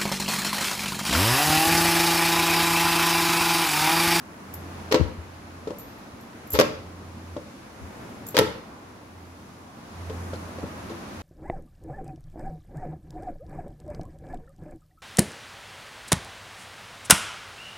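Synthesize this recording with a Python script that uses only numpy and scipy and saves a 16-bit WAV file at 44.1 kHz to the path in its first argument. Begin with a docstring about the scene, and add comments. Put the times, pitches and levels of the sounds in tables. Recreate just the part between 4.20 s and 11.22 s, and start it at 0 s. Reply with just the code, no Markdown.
"""Over motor hum (wavering sines) and kitchen rush (shaped noise), bangles clink (high modes, chopped ring).
An oily dough sheet slaps a steel plate near 0.7 s (plate modes plus wet noise bursts); its gusts thump
the left port (decaying low swings). Fingers tap; bangles jingle into the second slap near 2.3 s and
the third near 4.1 s. Weak taps and one small tick close it. Hard walls return a noise tail of the hits."""
import sys
import numpy as np
from scipy import signal
from scipy.fft import rfft, irfft
from scipy.io import wavfile
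from scipy.ndimage import uniform_filter1d

SR = 44100
rng = np.random.default_rng(int(sys.argv[2]) if len(sys.argv) > 2 else 0)


def dump(signal):
    """Clip the signal to [-1, 1] and save it as 16-bit WAV at the path in sys.argv[1]."""
    limited = np.clip(np.atleast_2d(signal).T, -1, 1)
    pcm = np.round(limited * 32767).astype(np.int16)
    wavfile.write(sys.argv[1], SR, pcm)


N = 309582

# dough folds and fingers landing: t/s, plate ring peak level/dB before pan, wet smack gain/dB,
# left minus right/dB, contact rise/ms, ring length share, favoured f/Hz
LANDINGS = [(0.711, -14, -21, 1, 5.2, 1.6, 455), (0.723, -10.5, -9, 4, 0.43, 0.68, 496),
            (0.742, -2.5, -13.5, -1, 2.13, 0.81, 454), (.756, -17, -27, 12, 1.2, 0.94, 497),
            (0.811, -15, -44, 11, 0.87, 0.25, 337), (1.472, -19, -36.5, 1.5, 2.4, 0.61, 444),
            (1.505, -22, -34.5, 1.5, .9, .63, 567), (2.338, -18, -23.5, 3, 4.8, 0.83, 420),
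            (2.348, -17, -20, -0.5, 3.9, 1.4, 520), (2.3882, -4.5, -7.5, 6, 0.97, 0.49, 466),
            (2.398, -2.5, -6, -4.5, 0.67, 0.33, 474), (2.411, -6.5, -8, 3, 0.34, 0.56, 626),
            (3.165, -20.5, -37, 2, 1, 0.67, 584), (4.144, -18, -25, 1.5, 3.8, 0.72, 464),
            (4.1676, -13, -7.5, 0, 0.54, 0.42, 520), (4.177, -12, -10, 10, 0.35, 0.67, 320),
            (4.188, -5, -2.5, -2, 0.16, 0.65, 444), (4.194, -4, -13, 1, 0.73, 0.35, 420),
            (4.211, -10, -24.5, 2, .86, 1.4, 452), (5.897, -25.5, -37, 1, 1.2, 1.65, 436),
            (6.133, -22, -36, 0, 2.3, 0.29, 476), (6.384, -27, -39.5, 0, 2.4, .32, 482),
            (6.430, -22.5, -49, 1, 3.3, 0.59, 260), (6.692, -30, -39, 2.2, 5.3, 2.5, 342)]


def blows():
    """Landings ring the plate; air squeezed from under the wet dough smacks."""
    out = np.zeros((2, N))
    for t_s, ring_db, smack_db, pan_db, rise_ms, sustain, spot_hz in LANDINGS:
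        plate = plate_ring(smack_db - ring_db, rise_ms / 1000, sustain, spot_hz)
        add(out, t_s, pan(pan_db) * undb(ring_db) * plate)
        add(out, t_s, pan(pan_db) * wet_smack(smack_db, rise_ms))
    return out


# modes of the plate damped by dough: f/Hz, relative level/dB, base t60/s
PLATE_MODES = [(195, -14.5, .1), (299.5, -4, 0.084), (333, -5.5, 0.096), (436, 1.5, 0.071),
               (511, -1.5, 0.12), (579.2, -9, 0.27), (693, -10.5, 0.07), (872, 2, 0.049), (952, -5, 0.12),
               (1063, -3.5, 0.084), (1326, -8, 0.11), (1326, -9, 0.22), (1610, -10, 0.069),
               (1934, -17, 0.13), (1980, -19, 0.27), (2850, -22, 0.083)]
RING_TILT_DB_PER_OCT, TILT_PER_WET_DB = 0.45, 0.41  # flatter, wetter landings ring brighter


def plate_ring(wet_db, rise_s, sustain, spot_hz):
    """The landing spot drives modes near one pitch harder; dough damps the others sooner."""
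    hz, db, t60_s = np.transpose(PLATE_MODES)
    near = np.exp(-(np.log2(hz / spot_hz) / .2) ** 2)
    modes = np.transpose([hz, db + 6 * near, t60_s * (0.86 + 0.52 * near)])
    tilt_db = RING_TILT_DB_PER_OCT + TILT_PER_WET_DB * wet_db
    return ring(modes, tilt_db, 1.5, max(rise_s, .001), 1100, sustain, .008, count=2)


SMACK_TREBLE_DB, TREBLE_DB_PER_SMACK_DB = -4, 2.0  # weaker smacks are duller
SMACK_T60_S, SMACK_T60_S_PER_RISE_MS = 0.023, 0.031  # slower landings squeeze air out for longer


def wet_smack(smack_db, rise_ms):
    """Squeezed-out air is a grainy noise burst in a middle and a treble band."""
    t = np.arange(SR // 8) / SR
    t60_s = SMACK_T60_S + SMACK_T60_S_PER_RISE_MS * rise_ms
    attack = np.minimum(t / max(rise_ms / 1000, 1 / SR), 1)
    grains = undb(2.5 * stepped(len(t), 32))
    burst = rng.standard_normal((2, len(t))) * grains * fade(t, t60_s) * attack
    treble_db = smack_db * TREBLE_DB_PER_SMACK_DB + SMACK_TREBLE_DB
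    return undb(smack_db) * band(burst, 1180, 5120) + undb(treble_db) * band(burst, 7900, 12400)


# bangles knocking: t/s, level/dB before rattle and pan, ring length share
CLINK_EVENTS = [(0.3385, -26, 0.85), (0.3463, -36, .66), (.352, -41, .8), (1.585, -34.5, 1.8),
                (1.594, -38.5, 1.3), (1.785, -50, .55), (2.009, -45, 1.1), (2.271, -41, .5),
                (2.303, -30, 1.4), (2.319, -25, 1.4), (2.328, -21, 0.62), (2.334, -20, 0.63),
                (2.346, -25, 1.4), (4.066, -28.5, .87), (4.076, -34, 0.77), (4.087, -26, .45),
                (4.105, -37, 0.87)]
# modes of the bangles: f/Hz, relative level/dB, base t60/s
BANGLE_MODES = [(7050, -9, 0.071), (7490, -6.5, 0.046), (9700, -17, 0.056), (11600, -2.5, 0.2),
                (12300, -7, 0.04), (11900, -10, 0.13), (12340, 4, 0.056), (12800, -8, 0.12),
                (13800, -6, 0.066), (15000, -16, .03)]
CLINK_PAN_DB = 0.5


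def clinks():
    """Thin rings knock: a crack, and a high jingle chopped as they keep touching."""
    out, t = np.zeros((2, N)), np.arange(SR // 5) / SR
    for t_s, db, sustain in CLINK_EVENTS:
        noise = rng.standard_normal((2, len(t))) * fade(t, 0.054)
        crack = undb(-10) * band(noise, 6000, 19845)
        rattle = undb(2.9 * uniform_filter1d(stepped(len(t), 100), 60))
        jingle = ring(BANGLE_MODES, 0, 4.2, 0.00065, 2990, sustain, 0.0163, count=3)
        add(out, t_s, pan(CLINK_PAN_DB) * undb(db) * (crack + rattle * jingle))
    return out


# small tick among the fingers: t/s, peak level/dB, modes (f/Hz, relative level/dB, base t60/s)
TICK_EVENT = (6.158, -39, [(4300, -1, .04), (4450, -4, .03)])


def tick():
    """A few short modes struck once."""
    out = np.zeros((2, N))
    t_s, db, modes = TICK_EVENT
    add(out, t_s, undb(db) * ring(modes, 0, 0, .0005, 2550, 0.58, 0, count=1))
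    return out


# gusts on the ports: t/s, left level/dB, right level/dB, starting f/Hz, 1/e decay/s
PUFFS = [(0.798, 1, -34, 150, 0.0025), (.809, -4.5, -40, 83.4, 0.018), (0.852, -17.5, -48, 78, 0.024),
         (0.976, -27, -31, 83, 0.035), (2.332, -19, -32, 72.5, 0.034), (3.61, -30.5, -56, 81, 0.035),
         (4.192, -26.5, -33, 100.5, 0.06), (6.435, -23, -36, 152, 0.012)]


def gusts():
    """A puff of air pushes the membrane, which swings back with falling pitch."""
    out, t = np.zeros((2, N)), np.arange(SR // 4) / SR
    for t_s, left_db, right_db, hz, decay_s in PUFFS:
        swing = np.cos(2 * np.pi * hz * t * (1 - 0.89 * t))
        swing = swing * np.exp(-t / decay_s) * np.minimum(t / 0.0029, 1)
        add(out, t_s, undb([[left_db], [right_db]]) * swing)
    return out


# hum fundamental before flutter and pan: t/s, rms level/dB
HUM_LEVEL = [(.2, -61), (.37, -42), (.62, -41), (1.09, -47), (1.45, -49), (1.62, -72), (2.2, -62),
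             (2.55, -46), (3.13, -41), (3.26, -55), (3.54, -70), (3.64, -40), (3.85, -71), (4.75, -59.5),
             (5.0, -45.5), (5.59, -70), (5.81, -36.5), (6.02, -35.5), (6.59, -46), (6.74, -55),
             (7.02, -41.5)]
# overtones: multiple of the fundamental, level re fundamental/dB
OVERTONES = [(2, -15), (4, -19.5)]
HUM_HZ, HUM_PAN_DB = 87.2, -1.4


def hum():
    """A motor tone with faint overtones, wavering in level and pitch."""
    phase = 2 * np.pi * np.cumsum(HUM_HZ * (1 + .005 * walk(3))) / SR
    tone = np.sin(phase)
    for multiple, db in OVERTONES:
        tone = tone + undb(db) * np.sin(multiple * phase)
    flutter = undb(.9 * walk(12))
    return np.sqrt(2) * tone * flutter * undb(curve(HUM_LEVEL)) * pan(HUM_PAN_DB)


# room rush, mean of the ports within the level band: t/s, rms level/dB
RUSH_LEVEL = [(0, -51), (.6, -46.5), (.95, -50.5), (3.5, -51), (3.85, -47), (4.65, -53), (5.5, -52.5),
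              (6.0, -46), (7.02, -46)]
# colour of the rush: f/Hz, relative density level/dB
COLOUR = [(38, -23), (60, -15.5), (100, -12.5), (150, -15), (220, -11), (300, -13.5), (420, -19.5),
          (1100, -20.5), (1800, -27), (2500, -30), (3100, -34.5), (6500, -38), (8200, -44.5), (11000, -41),
          (14500, -52.5)]
# level band of the rush: low f/Hz, high f/Hz
LEVEL_BAND_HZ = (700, 7000)


def rush():
    """Diffuse coloured noise whose octave bands flicker independently."""
    spectra, hz = stereo_noise(size=N)
    spectra = spectra * undb(at(COLOUR, hz))
    out, octaves_hz = 0, 2. ** np.arange(6, 15)
    for k in range(len(octaves_hz)):
        out = out + irfft(spectra * share(hz, octaves_hz, k), N) * undb(0.91 * walk(3.725))
    rms = np.std(band(out.mean(axis=0), *LEVEL_BAND_HZ))
    return out / rms * undb(curve(RUSH_LEVEL))


# room tail by band: centre f/Hz, t60/s, level/dB
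TAIL_BANDS = [(130, 0.54, -0.5), (260, 0.52, -5.5), (520, 0.49, -10.5), (1010, 0.54, -6),
              (2000, 0.51, -5.5), (3950, 0.52, -9.5), (8000, 0.4, -10.5), (14000, 0.35, -15)]


def room(dry):
    """Tiled walls return a dense tail, shorter in the top treble."""
    t, tail = np.arange(SR // 2) / SR, 0
    noise, hz = stereo_noise(size=len(t))
    centres_hz = np.array(TAIL_BANDS)[:, 0]
    for k, (_, t60_s, db) in enumerate(TAIL_BANDS):
        part = irfft(noise * share(hz, centres_hz, k), len(t))
        part = part * fade(t, t60_s) * np.minimum(t / 0.014, 1)
        tail = tail + undb(db) * part / np.sqrt(t60_s * SR / (2 * np.log(1000)))  # by decay energy
    return signal.fftconvolve(dry, tail, axes=1)[:, :N]


# likeness of the ports: f/Hz, left-right correlation
PORT_LIKENESS = [(60, 0.85), (150, 0.95), (300, 0.92), (640, 0.32), (1300, 0.0055)]


def stereo_noise(size):
    """Spectra of noise at two ports, alike in the bass only, and their frequencies."""
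    hz = np.maximum(np.fft.rfftfreq(size, 1 / SR), 1)
    like = np.clip(at(PORT_LIKENESS, hz), 0, 1)
    mid, side = rfft(rng.standard_normal((2, size))) * np.sqrt([(1 + like) / 2, (1 - like) / 2])
    return np.array([mid + side, mid - side]), hz


def ring(modes, tilt_db, scatter_db, rise_s, port_hz, sustain, split, count):
    """One blow, peak 1: each mode a cluster of neighbours; port phases part with frequency."""
    hz, db, t60_s = np.repeat(np.array(modes, float), count, axis=0).T[:, :, None]
    t = np.arange(SR // 5) / SR
    level, detune, spread, start = rng.standard_normal((4, len(hz), 1))
    tilt = tilt_db * np.log2(hz / np.median(hz))  # tilt_db per octave
    gain = undb(db + tilt + scatter_db * level) * fade(t, t60_s * sustain)
    phase = 2 * np.pi * hz * (1 + split * detune) * t + .6 * start
    skew = spread * (hz / port_hz) ** 2
    both = np.array([np.sum(gain * np.sin(phase + side * skew), axis=0) for side in (1, -1)])
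    both = both * (1 - np.exp(-t / rise_s))
    return both / np.abs(both).max()


def undb(db):
    """Decibels to gain."""
    return 10 ** (np.asarray(db) / 20)


def curve(table):
    """Level column of a time table, one value a sample."""
    t_s, level_db = np.transpose(table)
    return np.interp(np.arange(N) / SR, t_s, level_db)


def at(table, hz):
    """A spectrum table read on a log-frequency axis."""
    table_hz, value = np.transpose(table)
    return np.interp(np.log(hz), np.log(table_hz), value)


def share(hz, centres_hz, k):
    """Weight of band k among overlapping log-frequency bands that sum to one."""
    return np.interp(np.log(hz), np.log(centres_hz), np.arange(len(centres_hz)) == k)


def band(x, lo_hz, hi_hz):
    """Band-pass."""
    return signal.sosfilt(signal.butter(2, [lo_hz, hi_hz], "band", fs=SR, output="sos"), x)


def add(out, t_s, sound):
    """Mix a two-channel sound in at t_s."""
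    i = int(t_s * SR)
    out[:, i:i + sound.shape[1]] += sound[:, :N - i]


def pan(db):
    """Port gains for a left-minus-right level."""
    return undb(np.array([[db], [-db]]) / 2)


def fade(t, t60_s):
    """Exponential decay, t60 at least 3 ms."""
    return np.exp(-np.log(1000) * t / np.maximum(t60_s, .003))


def stepped(size, hold):
    """Random values, each held for some samples."""
    return np.repeat(rng.standard_normal(size // hold + 1), hold)[:size]


def walk(rate_hz):
    """Slow random curve, spread near 1."""
    k = int(SR / rate_hz)
    steps = np.repeat(rng.standard_normal(N // k + 1), k)
    return 1.24 * uniform_filter1d(uniform_filter1d(steps, k), k)[:N]


def scene():
    """Hits in the room over gusts, hum and rush."""
    hits = blows() + clinks() + tick()
    return hits + room(hits) + gusts() + hum() + rush()


TOP_HZ = 15700


def record(dry):
    """The recorder drops the deep bass, rounds the loudest peaks and cuts the top."""
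    x = signal.sosfilt(signal.butter(2, 45, "high", fs=SR, output="sos"), dry)
    x = x / (1 + np.abs(x / .92) ** 4) ** .25
    return signal.sosfilt(signal.ellip(8, .2, 70, TOP_HZ, fs=SR, output="sos"), x)


dry = scene()
out = record(dry)
dump(out)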